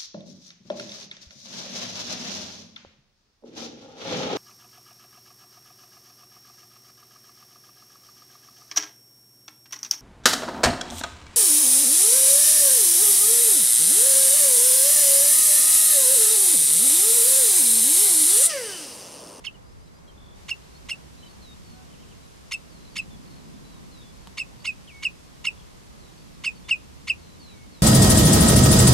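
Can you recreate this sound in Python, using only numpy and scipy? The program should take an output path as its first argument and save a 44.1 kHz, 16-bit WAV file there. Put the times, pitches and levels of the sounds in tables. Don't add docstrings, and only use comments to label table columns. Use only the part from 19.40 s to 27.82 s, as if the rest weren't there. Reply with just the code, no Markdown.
import sys
import numpy as np
from scipy import signal
from scipy.fft import rfft, irfft
from scipy.io import wavfile

SR = 44100
rng = np.random.default_rng(int(sys.argv[2]) if len(sys.argv) > 2 else 0)


def materialize(psi):
    bounded = np.clip(np.atleast_2d(psi).T, -1, 1)
    quanta = np.round(bounded * 32767).astype(np.int16)
    wavfile.write(sys.argv[1], SR, quanta)


N = 371322
TIME = np.arange(N) / SR
TOP_HZ = 15200

# f/Hz, relative level/dB
WIND_COLOUR = [(10, -25.5), (25, -4), (65, -0.5), (105, -5), (170, -0.5), (280, -7.5), (420, -12),
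               (750, -17), (1050, -16.5), (1500, -24), (2200, -26.5), (4000, -57.5)]
# f/Hz, relative level/dB
HISS_COLOUR = [(500, -26), (1000, -4), (1600, -4.5), (2700, -2), (4000, -2.5), (5500, -3), (8000, -6.5),
               (12000, -12), (13500, -16.5), (15000, -38.5)]
# t/s, level of its rush/dB
BREEZE_LEVEL = [(0, -62.5), (.9, -60), (1.8, -58), (2.6, -56), (3.1, -60.5), (3.5, -54.5), (4.25, -51),
                (4.8, -57.5), (6.3, -60), (6.8, -56.5), (8.42, -57)]
# t/s, firing rate f/Hz, level/dB
ENGINE_COURSE = [(0, 64.14, -62), (.9, 66.37, -60), (1.1, 64.94, -55), (4, 64.69, -62.5),
                 (6.4, 67.43, -60.5), (7.45, 66.95, -55), (7.9, 85.1, -53), (8.42, 77.27, -57)]
# start t/s, wait until whistle t/s, whistle length t/s, squeak f/Hz, whistle start f/Hz,
#  rasp level/dB (before the throat), whistle level/dB, whistle fade/dB, overtone boost/dB, left minus right/dB
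ALARM_CALLS = [ (0.0392, 0.02515, 0.02495, 5248, 3486, -31.5, -25.5, 7, -18, -9),
               (1.081, 0.02996, 0.0232, 5257, 2906, -26.5, -16, 17.5, -10.5, -3.5),
               (1.485, .0262, 0.0309, 5230, 2924, -25, -22, 14.5, 0.5, -2),
               (3.110, .0262, 0.0192, 5239, 2855, -23.5, -19.5, 8, -2.5, -2.5),
               (3.554, 0.0315, 0.0223, 5068, 2895, -24.5, -21, 8, -3, -3),
               (4.97, 0.0283, 0.0318, 5089, 2820, -24.5, -21.5, 9.5, -1.5, -3),
               (5.243, 0.0285, 0.0412, 5010, 2831, -23.5, -19, 12, -1, -3.5),
               (5.623, 0.0263, 0.0327, 5015, 2958, -25.5, -15.5, 14, -3, -2.5),
               (6.041, .0282, 0.0236, 5080, 2944, -22, -14.5, 13, 0, -3),
               (7.0358, 0.02516, 0.03635, 5007, 2867, -22, -17.5, 9, 2, -3),
               (7.2826, 0.02643, 0.0399, 4978, 2946, -25.5, -11.5, 13.5, -3, -0.5),
               (7.67, 0.02797, 0.0255, 4941, 2941, -24, -10, 18.5, -2.5, -1.5)]
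# share of its length (0-1), pitch f/Hz, relative level/dB, roughness (0-1)
RASP_COURSE = [(0, 887.5, -12, 0.05), (.2, 991.5, -3.5, .05), (.38, 1206, -4.5, 0.02), (.5, 1397, 1.5, .14),
               (.6, 1735, 2.5, 0.32), (.72, 2178, -2, 0.08), (1, 2226, -11.5, 0)]
# f/Hz, width f/Hz, level/dB
THROAT_RESONANCES = [(1051, 216, -12.5), (2211.7, 267, 1.5), (2780, 310, 4.5), (3598, 421, 1),
                     (4448, 75, 6.5), (5214, 287, -1.5), (6512, 467, 0), (7960, 1110, -6.5),
                     (10330, 3530, -13)]
# t/s, treble level/dB
BILL_FACING = [(0, 0), (1.5, 0), (3.1, 3.5), (5, -2), (8, -3.5)]
# start t/s, length t/s, start f/Hz, end f/Hz, level/dB before the cut in far_birds,
#  bend (above 0 the slide levels off, below 0 it steepens)
FAR_SLURS = [ (0.139, 0.0287, 3100, 2777, -50, 0.5), (0.674, 0.041, 3300, 3067, -52, -.5),
             (1.343, 0.042, 4116, 4375, -52, 4.5), (1.772, 0.1256, 4020, 3650, -57.5, -6.5),
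             (1.826, 0.0224, 3020, 3118, -45, 0.5), (1.858, 0.0193, 3020, 3110, -44.5, -2),
             (1.868, .053, 4620, 4220, -56.5, -1.5), (2.015, 0.13, 4390, 3706, -50.5, 3),
             (2.239, .134, 4550, 4220, -58, 0.23), (3.295, .14, 4970, 3980, -59.5, 2.5),
             (3.498, 0.148, 4900, 3896, -58, 1), (3.7, 0.0656, 3565, 3290, -54.5, -1),
             (4.233, 0.16, 4030, 3680, -60, -2), (4.514, 0.129, 4300, 3658, -54, 1.5),
             (4.612, 0.111, 3470, 3439, -55, 2.5), (5.471, 0.05, 3450, 2148, -44, 0.42),
             (5.504, 0.15, 2400, 2208, -47, 8.5), (6.572, .136, 4850, 3870, -61, 3.5),
             (7.152, 0.046, 4580, 4340, -55.5, 0.04), (7.24, 0.067, 3480, 3500, -53.5, 10),
             (7.778, .183, 4650, 3947, -59.5, 2.5), (7.994, .158, 4700, 3835, -50.5, 2),
             (8.088, 0.18, 3100, 2190, -58.5, 7), (8.318, .124, 4600, 3640, -55.5, 2)]
# start t/s, length t/s, start f/Hz, end f/Hz, level/dB before the cut in far_birds
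FAR_TRILLS = [ (0.756, 0.202, 3520, 3440, -52), (3.43, 0.077, 4250, 3990, -50),
              (3.851, .143, 4350, 4316, -54.5), (5.186, 0.111, 4500, 4612, -49),
              (6.156, 0.0766, 3520, 3320, -52.5), (6.758, .072, 4520, 4550, -54)]
# start t/s, number of notes, period t/s, note length t/s, start f/Hz, end f/Hz,
#  level/dB before the cut in far_birds
FAR_CHIRP_RUNS = [(0.262, 3, .133, .076, 4665, 5307, -64), (2.495, 3, 0.087, .055, 2930, 3274, -61.5),
                  (2.526, 3, .09, .035, 3263, 2190, -55.5)]
# start t/s, ring f/Hz, decay t/s, level/dB
TICK_PARTS = [(4.8728, 3190, 0.00055, -32.5), (4.8722, 910, 0.00085, -32), (4.8765, 231.6, 0.0019, -34.5)]

RUMBLE_DB = -57
HISS_DB, HISS_STEP_S, HISS_BEFORE_DB, HISS_RAMP_S = -58, 0.931, -63.5, 0.045
LEAP_SHARE = .73
SQUEAK_DB, HUSK_DB = -5.5, -11.5
SQUEAK_SAG, SQUEAK_OVERLAP_S = .03, .003
SETTLE_RATIO = .499
WHISTLE_ATTACK_S, WHISTLE_RELEASE_S = 0.00568, 0.00438
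TRILL_HZ, TRILL_UNEVEN = 45.9, 0.193
TRILL_DEPTH, TRILL_SWING = 0.904, 0.038
TRILL_BEND = 2.8
TWITTER_PER_S, TWITTER_DB = 6.7, -63
TWITTER_HZ, TWITTER_OCTAVES = 4365, .25
TWITTER_S, TWITTER_SLIDE_OCTAVES = 0.0367, 0.1117


def undb(db):
    return 10 ** (np.asarray(db) / 20)


def unit(x):
    return x / np.sqrt(np.mean(x ** 2))


def shape(hz, points):
    f, db = np.transpose(points)
    return undb(np.interp(np.log(np.maximum(hz, 1)), np.log(f), db))


def colour(x, points):
    n = x.shape[-1]
    hz = np.arange(n // 2 + 1) * SR / n
    return irfft(rfft(x) * shape(hz, points), n)


def walk(rate, size):
    place = np.arange(size) * rate / SR
    return np.interp(place, np.arange(size), rng.standard_normal(size))


def gate(t, length, rise, fall):
    opening = np.sin(np.pi / 2 * np.clip(t / rise, 0, 1))
    closing = np.sin(np.pi / 2 * np.clip((length - t) / fall, 0, 1)) ** 2
    return opening * closing


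def glide(share, start_hz, end_hz, bend):
    return start_hz + (end_hz - start_hz) * np.expm1(-bend * share) / np.expm1(-bend)


def turn(hz):
    return 2 * np.pi * np.cumsum(hz) / SR


def add(out, start, x):
    i = max(int(start * SR), 0)
    out[..., i:i + x.shape[-1]] += x[..., :max(N - i, 0)]


def meadow(x, decay, wet_db):
    t = np.arange(SR // 3) / SR
    fading = np.exp(-t / decay) + 0.0091 * np.exp(-t / 0.13)
    scatter = rng.standard_normal((2, len(t))) * fading * (t > .004)
    scatter = colour(unit(scatter) / np.sqrt(len(t)), [(3000, -1), (5000, -3.5), (10000, -6)])
    return undb(wet_db) * signal.fftconvolve(x[None], scatter, axes=1)[:, :N]


def stereo_noise(points, side_db):
    mid, side = (unit(colour(rng.standard_normal(N), points)) for _ in range(2))
    return mid + undb(side_db) * side * np.array([[1], [-1]])


def below(x, hz):
    return signal.sosfiltfilt(signal.butter(3, hz, fs=SR, output="sos"), x)


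def layer(x, db):
    return x / x.mean(axis=0).std() * undb(db)


def wind():
    noise = stereo_noise(WIND_COLOUR, side_db=4)
    low, body = below(noise, 119.1), below(noise, 331.6)
    rush_db = np.interp(TIME, *np.transpose(BREEZE_LEVEL))
    rumble = layer(low, RUMBLE_DB + 1.63 * walk(8, N))
    rush = layer(body - low, rush_db + 1.03 * walk(12, N))
    grass = layer(noise - body, -59.8 + 0.657 * walk(4.5, N))
    return (rumble + rush + grass) * undb([[-.5], [.5]])


def hiss():
    level_db = np.interp(TIME, [HISS_STEP_S, HISS_STEP_S + HISS_RAMP_S], [HISS_BEFORE_DB, HISS_DB])
    return stereo_noise(HISS_COLOUR, side_db=-0.5) * undb(level_db)


def motor():
    s, *columns = np.transpose(ENGINE_COURSE)
    hz, db = (np.interp(TIME, s, c) for c in columns)
    phase = turn(hz * (1 + 0.01234 * walk(11, N)))
    orders = np.sin(phase) + undb(-9) * np.sin(2 * phase)
    return undb(db + 2 * walk(5, N)) * orders


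def throat(x):
    x = np.pad(x, (0, 256))
    out = np.zeros(len(x))
    for k, (hz, width, db) in enumerate(THROAT_RESONANCES):
        ringing = signal.lfilter(*signal.iirpeak(hz, hz / width, fs=SR), x)
        out += (-1) ** k * undb(db) * ringing
    return out


def turbulence(size):
    noise = rng.standard_normal(size)
    return throat(noise)[:size] + undb(-18.0) * noise


def rasp(length):
    t = np.arange(int(length * SR)) / SR
    share, *columns = np.transpose(RASP_COURSE)
    hz, db, rough = (np.interp(t / length, share, c) for c in columns)
    phase = turn(hz * (1 + rough * walk(2615.4, len(t))))
    buzz = sum(np.cos(k * phase) * k ** -.85 * (k * hz < TOP_HZ) for k in range(1, 13))
    breath = 2.57 * rough * rng.standard_normal(len(t))
    return throat((buzz + breath) * undb(db - 2.5) * gate(t, length, 0.00098, 0.00225))


def squeak(length, hz, low_hz):
    t = np.arange(int(length * SR)) / SR
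    phase = turn(hz * (1 + SQUEAK_SAG * (.5 - t / length) + 0.0077 * walk(1690, len(t))))
    high = np.sin(phase) + undb(-10.5) * np.sin(2 * phase)
    low = np.sin(turn(low_hz * (1 + 0.0807 * walk(1852, len(t))))) * (0.442 + t / length)
    mixed = undb(-5) * low * (1 + 0.64 * np.sin(phase))
    return (high + mixed + undb(-12) * turbulence(len(t))) * gate(t, length, 0.0037, 0.00418)


def whistle(length, start_hz, end_hz, db, fade_db, overtones_db, husk_db):
    t = np.arange(int(length * SR)) / SR
    hz = glide(t / length, start_hz, end_hz, 2.37) * (1 + 0.00203 * walk(1223, len(t)))
    phase = turn(hz)
    second = undb(-22.0) / np.hypot(1, (2 * hz - 5200) / 250)
    third = undb(-17.5) / np.hypot(1, (3 * hz - 8100) / 330)
    overtones = second * np.sin(2 * phase) + third * np.sin(3 * phase) + undb(-38) * np.sin(4 * phase)
    note = np.sin(phase) * undb(2.02 * walk(260, len(t)))
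    note = note + undb(overtones_db + 2.452 * walk(500, len(t))) * overtones
    husk = undb(husk_db) * np.exp(-t / 0.027) * turbulence(len(t))
    outline = undb(-fade_db * t / length) * gate(t, length, WHISTLE_ATTACK_S, WHISTLE_RELEASE_S)
    return (undb(db) * note + husk) * outline


def redshank():
    out = np.zeros((2, N))
    for (s, drop, length, squeak_hz, start_hz, rasp_db, db, fade_db,
         overtones_db, pan_db) in ALARM_CALLS:
        leap = LEAP_SHARE * drop
        bright_db = np.interp(s, *np.transpose(BILL_FACING))
        end_hz = SETTLE_RATIO * squeak_hz
        call = np.zeros(SR // 8)
        add(call, 0, undb(rasp_db) * rasp(leap + 0.001049))
        high = squeak(drop - leap + SQUEAK_OVERLAP_S, squeak_hz, start_hz)
        add(call, leap - .001, undb(rasp_db + SQUEAK_DB) * high)
        add(call, drop, whistle(length, start_hz, end_hz, db, fade_db, overtones_db, rasp_db + HUSK_DB))
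        call = colour(call, [(2800, 0), (4500, 0.22 * bright_db), (10000, bright_db)])
        add(out, s, undb(np.array([[pan_db], [-pan_db]]) / 2) * call)
    left = colour(out[0], [(2700, 0.38), (5000, 0.91), (8000, 3.9)])
    right = np.roll(colour(out[1], [(2700, 0.88), (5000, -0.54), (8000, -0.86)]), 1)
    return np.array([left, right]) + meadow(out.mean(axis=0), decay=0.01197, wet_db=-7)


def far_note(length, start_hz, end_hz, db, bend, trilled=False):
    t = np.arange(int(length * SR)) / SR
    hz = glide(t / length, start_hz, end_hz, bend) * (1 + 0.00395 * walk(201, len(t)))
    outline = undb(db) * gate(t, length, 0.0111, 0.0128)
    if trilled:
        beat = turn(TRILL_HZ * (1 + TRILL_UNEVEN * walk(44.2, len(t))))
        hz = hz * (1 + TRILL_SWING * np.sin(beat))
        outline = outline * (1 - TRILL_DEPTH * (1 - np.cos(beat / 2) ** 4))
    return outline * np.sin(turn(hz))


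def twitter():
    out = np.zeros(N)
    count = int(TWITTER_PER_S * N / SR)
    for when, pitch, slide, length in rng.uniform(-1, 1, (count, 4)):
        octaves = TWITTER_OCTAVES * pitch + TWITTER_SLIDE_OCTAVES * np.array([0, slide])
        start_hz, end_hz = TWITTER_HZ * 2 ** octaves
        note = far_note(TWITTER_S * 2 ** length, start_hz, end_hz, TWITTER_DB, TRILL_BEND, trilled=slide > 0)
        add(out, (when + 1) / 2 * N / SR, note)
    return out


def low_call():
    t = np.arange(int(.17 * SR)) / SR
    phase = turn(755 * (1 + 0.008 * walk(43, len(t))))
    return undb(-57.5) * (np.sin(phase) + np.sin(2 * phase)) * gate(t, 0.164, 0.065, 0.072)


def far_birds():
    out = twitter()
    for s, *note in FAR_SLURS:
        add(out, s, far_note(*note))
    for s, *note in FAR_TRILLS:
        add(out, s, far_note(*note, bend=TRILL_BEND, trilled=True))
    for s, count, period, *note in FAR_CHIRP_RUNS:
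        for k in range(round(count)):
            add(out, s + k * period, far_note(*note, bend=-0.53))
    add(out, 2.32, low_call())
    return undb(-2.5) * out + meadow(out, decay=0.0113, wet_db=-8.0)


def tick():
    out, t = np.zeros(N), np.arange(SR // 40) / SR
    for s, hz, decay, db in TICK_PARTS:
        ring = np.sin(2 * np.pi * hz * t) * np.exp(-t / decay)
        burst = rng.standard_normal(len(t)) * np.exp(-t / 0.0012)
        crack = colour(burst, [(hz, 0), (4 * hz, -9), (20 * hz, -30)])
        add(out, s, undb(db) * (ring + crack))
    return out + meadow(out, decay=0.0044, wet_db=-8)


def scene():
    return wind() + hiss() + motor() + redshank() + far_birds() + tick()


def record(dry):
    return signal.sosfilt(signal.ellip(8, .2, 70, TOP_HZ, fs=SR, output="sos"), dry)


dry = scene()
out = record(dry)
materialize(out)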